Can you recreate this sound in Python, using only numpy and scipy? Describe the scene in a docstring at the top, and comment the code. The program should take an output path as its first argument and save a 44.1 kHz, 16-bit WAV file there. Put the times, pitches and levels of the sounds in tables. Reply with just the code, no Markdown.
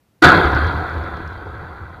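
"""Beside a field, a ball slams into a chain-link fence that carries a small camera.
The blow rings the wires, thuds and crashes, and overloads the microphone. The mesh keeps shaking: thousands of
random wire knocks, filtered into low, middle and high parts, with hiss as sizzle on top. The frame booms in
uneven swells of low filtered noise, loose links tick as short noise bursts, and a faint rumble lies underneath."""
import sys
import numpy as np
from scipy import signal
from scipy.fft import rfft, irfft, next_fast_len
from scipy.io import wavfile
from scipy.ndimage import uniform_filter1d, map_coordinates

SR = 44100
rng = np.random.default_rng(int(sys.argv[2]) if len(sys.argv) > 2 else 0)


def unload_audio(sound):
    """Save the sound as a 16-bit wav file, at the path given as the first command line argument."""
    columns = np.transpose(np.atleast_2d(sound))
    # keep every value between -1 and 1, then stretch to whole-number steps
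    steps = np.round(np.clip(columns, -1, 1) * 32767)
    wavfile.write(sys.argv[1], SR, steps.astype(np.int16))


N = 88200
T = np.arange(N) / SR  # time of every sample, s
HIT_S, RISE_S = 0.2155, 0.0105  # first touch; time the ball takes to load the mesh


def amp(db):
    """Turn decibels into a plain multiplier."""
    return 10 ** (np.asarray(db) / 20)


def unit(x):
    """Scale a signal to an average (rms) level of 1."""
    return x / np.sqrt(np.mean(x ** 2) + 1e-20)


def curve(rows):
    """Join (start_s, level_db) points with straight lines, one value per sample."""
    return np.interp(T, *np.transpose(rows))


def coloured(x, points):
    """Filter x to the given (pitch_hz, level_db) shape without sounding early, then bring it to rms 1."""
    size = 8192
    hz, db = np.transpose(points)
    bins_hz = np.fft.rfftfreq(size, 1 / SR)
    gain_db = np.interp(np.log(bins_hz + 1), np.log(hz + 1), db, -90, -90)
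    # Folding the cepstrum makes the filter minimum phase: it only answers after its input.
    cepstrum = irfft(np.log(amp(gain_db)), size)
    cepstrum[1:size // 2] *= 2
    cepstrum[size // 2 + 1:] = 0
    response = irfft(np.exp(rfft(cepstrum)), size)
    return unit(signal.fftconvolve(x, response)[:N])


def ring(hz, t60, t, attack_s=0.0002):
    """A sine that starts at t = 0 and dies away by 60 dB in t60 seconds."""
    t = np.maximum(t, 0)
    attack = 1 - np.exp(-t / attack_s)
    return attack * amp(-60 * t / t60) * np.sin(2 * np.pi * hz * t)


def onset():
    """Silence, then a swift rise while the ball loads the mesh."""
    return np.clip((T - HIT_S) / RISE_S, 0, 1) ** 3.5


# Tone of the field rumble: pitch_hz, level_db (per Hz, relative)
FIELD_TONE = [(15, -46), (25, -15), (81, 10.5), (450, -3.5), (4500, -19.5), (7890, -23.5), (9770, -22.5),
              (15000, -22.5)]
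FIELD_DB = -62


def field():
    """Faint outdoor rumble: steady noise, strongest at low pitches."""
    return amp(FIELD_DB) * coloured(rng.standard_normal(N), FIELD_TONE)


# Swells of the frame's boom: start_s, level_db
BOOM_SWELLS = [(0.232, -46), (0.25, -17), (0.296, -21.5), (0.324, -34), (0.36, -19), (0.438, -29),
               (0.458, -15), (0.506, -27), (0.552, -14.5), (0.586, -23.5), (0.654, -16), (0.734, -33),
               (0.754, -22), (0.836, -28.5), (0.872, -36), (0.98, -22.5), (1.112, -36), (1.138, -28),
               (1.186, -37), (1.216, -29.5), (1.432, -35.5), (1.472, -30.5), (1.798, -42), (1.816, -28.5),
               (1.88, -39.5), (2.0, -40.5)]
# Tone of the boom: pitch_hz, level_db (per Hz, relative)
FRAME_TONE = [(15, -78), (25, -16.5), (43, -11), (60, -6), (75, 7.5), (92, -0.5), (130, -8.5), (170, -38),
              (290, -120)]


def frame():
    """The frame booms: low noise, its own ups and downs partly evened out, follows the swells."""
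    wave = signal.hilbert(coloured(rng.standard_normal(N), FRAME_TONE))
    loudness = np.abs(wave)
    steady = wave.real / (loudness + 0.3) ** 0.75
    return onset() * amp(curve(BOOM_SWELLS)) * unit(steady)


# How strongly the mesh shakes: start_s, level_db
SHAKE = [(.226, -8), (.25, -3), (.3, -9.5), (.36, -12), (.43, -16.5), (.5, -20), (.58, -21.5), (.66, -23.5),
         (.73, -26.5), (.85, -28), (1.0, -31), (1.2, -34.5), (1.45, -38), (1.7, -39), (2.0, -43)]


def shaking_db():
    """The shaking of the mesh over time, which the knocks and faint ticks follow."""
    return curve(SHAKE)


# Clear ticks of loose links: start_s, level_db (at the start of the tick)
TICKS = [(0.3657, -37), (0.454, -51), (0.4788, -46), (0.52, -41), (0.5488, -39), (0.6162, -58),
         (0.6432, -41), (0.6702, -38), (0.7813, -49), (0.8067, -48), (0.8352, -55), (0.8706, -58),
         (0.896, -44), (0.927, -59), (0.9529, -60), (0.9814, -47), (1.0243, -53), (1.0365, -47),
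         (1.1395, -57), (1.1699, -48), (1.2228, -57), (1.2773, -49), (1.3063, -55), (1.3286, -57),
         (1.4707, -63), (1.6344, -61), (1.8658, -70), (1.8954, -62)]
# Tone of a tick: pitch_hz, level_db (per Hz, relative)
LINK_TONE = [(2800, -39), (3500, -10), (4600, -1), (5500, -6), (6300, -16.5), (7500, -31)]
TICK_T60 = 0.014  # s to fall by 60 dB
FAINT_TICKS_PER_S, FAINT_TICK_DB = 82, -32.5  # average number; level relative to the shaking


def links():
    """Loose links click dryly: short bursts of noise, some clear and many faint at random times."""
    faint_db = shaking_db() + FAINT_TICK_DB + rng.normal(0, 4, N)
    is_tick = rng.random(N) < FAINT_TICKS_PER_S / SR
    starts = is_tick * amp(faint_db) * onset()
    for start_s, level_db in TICKS:
        starts[round(start_s * SR)] = amp(level_db)
    decay = amp(-60 * T[:SR // 20] / TICK_T60)
    bursts = signal.fftconvolve(starts, decay)[:N]
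    return bursts * coloured(rng.standard_normal(N), LINK_TONE)


KNOCKS_PER_S, KNOCK_SPREAD_DB = 6000, 3  # average number of contacts; how uneven they are
SURGES_PER_S, SURGE_DB = 60, 1  # random points per second of the surge curve; its strength
PATCHY_DB, JINGLE_PATCHY_DB = 1.5, 3  # how far pitches come and go


def knocks(per_s=KNOCKS_PER_S, patchy_db=PATCHY_DB):
    """Random wire contacts of uneven size that surge in level and shift in colour."""
    size = amp(KNOCK_SPREAD_DB * rng.standard_normal(N)) * rng.standard_normal(N)
    surge = map_coordinates(rng.standard_normal(400), [T * SURGES_PER_S])
    is_knock = rng.random(N) < per_s / SR
    hits = size * is_knock * amp(SURGE_DB * surge)
    # Raise and lower small patches of pitch and time at random.
    spectrum = signal.stft(hits, nperseg=1024)[2]
    patches = uniform_filter1d(rng.standard_normal(spectrum.shape), size=2, axis=0)
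    patches = uniform_filter1d(patches, size=8, axis=1)
    return signal.istft(spectrum * amp(patchy_db * unit(patches)), nperseg=1024)[1][:N]


# Ringing of mesh and rails, also used by the blow: pitch_hz, level_db (relative), t60_s (after the blow only)
WIRE = [(172.9, -3, 0.21), (332.2, 0, 0.58), (580, -12, .4), (732, 3, 0.37), (974, -4.5, 0.2),
        (1257, -1, .3), (1309, 0, 0.75), (1384, -26, 0.27), (1475, 1, 0.49), (1560, 1, 0.56),
        (1655, 1, 0.21), (1947, -5.5, .5)]
RERING_DB, RERING_T60 = -8, 0.18  # level relative to the shaking; s to fall by 60 dB


def rung_wires(hits):
    """Each knock sets the wires ringing again, briefly."""
    t = T[:SR // 4]
    one_ring = sum(amp(db) * ring(hz, RERING_T60, t) for hz, db, _ in WIRE)
    return amp(shaking_db() + RERING_DB) * unit(signal.fftconvolve(hits, one_ring)[:N])


# Tones of the shaking mesh as heard through the mount: pitch_hz, level_db (per Hz, relative)
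PANEL_TONE = [(100, -26), (130, -7.5), (165, -1.5), (200, -10), (260, -8), (330, -4.5), (400, -7),
              (550, -8), (630, -12.5), (720, -6), (850, -10), (980, -5.5), (1100, -7), (1250, -31)]  # lowest part
BODY_TONE = [(1000, -28), (1150, -8), (1320, -1), (1500, 0.5), (1660, -8.5), (1760, -16), (1950, -14),
             (2150, -21), (2400, -21.5), (2800, -31)]  # low part of the wire contacts
JINGLE_TONE = [(1900, -49), (2300, -18), (2650, -5.5), (2850, -13), (3150, -4.5), (3400, 1), (3620, -2),
               (3950, -2.5), (4300, -5), (4780, -8.5), (4900, -60)]  # middle part
SIZZLE_TONE = [(3000, -11), (5100, -3), (6870, -1), (7520, -5), (14100, -4.5), (15000, -12)]  # high part
# Level in dB relative to the shaking at its strongest; dB gained per dB of shaking
PANEL_DB, PANEL_GROWS = -2.5, 0.93
BODY_DB, BODY_GROWS = -1, 1
JINGLE_DB, JINGLE_GROWS = -15, 1.119
SIZZLE_DB, SIZZLE_GROWS = -39, 0.86
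PANEL_BUILD_S = 0.024  # the slow panel motion takes time to spread


def mesh():
    """The shaking mesh: harder shaking is louder and changes the balance of its four parts."""
    shake_db = shaking_db()
    top_db = shake_db.max()

    def part(source, tone, level_db, grows):
        """One part of the sound, following the shaking at its own rate."""
        return amp(top_db + level_db + grows * (shake_db - top_db)) * coloured(source, tone)

    hits = knocks()
    body = part(hits, BODY_TONE, BODY_DB, BODY_GROWS)
    panel = part(knocks(), PANEL_TONE, PANEL_DB, PANEL_GROWS)
    panel *= 1 - np.exp(-np.abs(T - HIT_S) / PANEL_BUILD_S)
    jingle = part(knocks(patchy_db=JINGLE_PATCHY_DB), JINGLE_TONE, JINGLE_DB, JINGLE_GROWS)
    sizzle = part(rng.standard_normal(N), SIZZLE_TONE, SIZZLE_DB, SIZZLE_GROWS)
    return onset() * (body + rung_wires(hits) + panel + jingle + sizzle)


# Tone of the bright crash: pitch_hz, level_db (per Hz, relative)
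CRASH_TONE = [(2650, -21), (4500, -3), (5730, -15.5), (6370, -18), (15000, -29)]
CRASH_DB, CRASH_T60, CRASH_SLAPS_PER_S = -22.5, 0.22, 2000  # level; s to fall by 60 dB; contacts
THUD_DB, THUD_HZ, THUD_T60 = -3.5, 315, 0.14  # the ball's thud in the panel
RING_DB = -17  # added to every level in WIRE


def blow():
    """The ball rings the wires as dying sines, thuds in the panel and crashes as a burst of knocks."""
    t = T - HIT_S - RISE_S / 2  # counted from halfway through the rise
    rings = sum(amp(RING_DB + db + rng.normal(0, 2)) * ring(hz, t60, t) for hz, db, t60 in WIRE)
    thud = amp(THUD_DB) * ring(THUD_HZ, THUD_T60, t)
    crash_level = amp(CRASH_DB - 60 * np.abs(t) / CRASH_T60)
    crash = crash_level * coloured(knocks(CRASH_SLAPS_PER_S), CRASH_TONE)
    return onset() * (rings + thud + crash)


def scene():
    """Add up all the sources, as one channel."""
    return (field() + frame() + links() + mesh() + blow())[None]


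CLIP_HARD = 12  # higher means a sharper corner where the sound flattens
TOP_HZ = 15500  # band limit


def record(dry):
    """The microphone input flattens peaks near full scale; nothing is kept above the band limit."""
    clipped = dry / (1 + np.abs(dry) ** CLIP_HARD) ** (1 / CLIP_HARD)
    size = next_fast_len(N + 4096)
    keep = np.fft.rfftfreq(size, 1 / SR) < TOP_HZ
    return irfft(rfft(clipped, size) * keep, size)[:, :N]


dry = scene()
out = record(dry)
unload_audio(out)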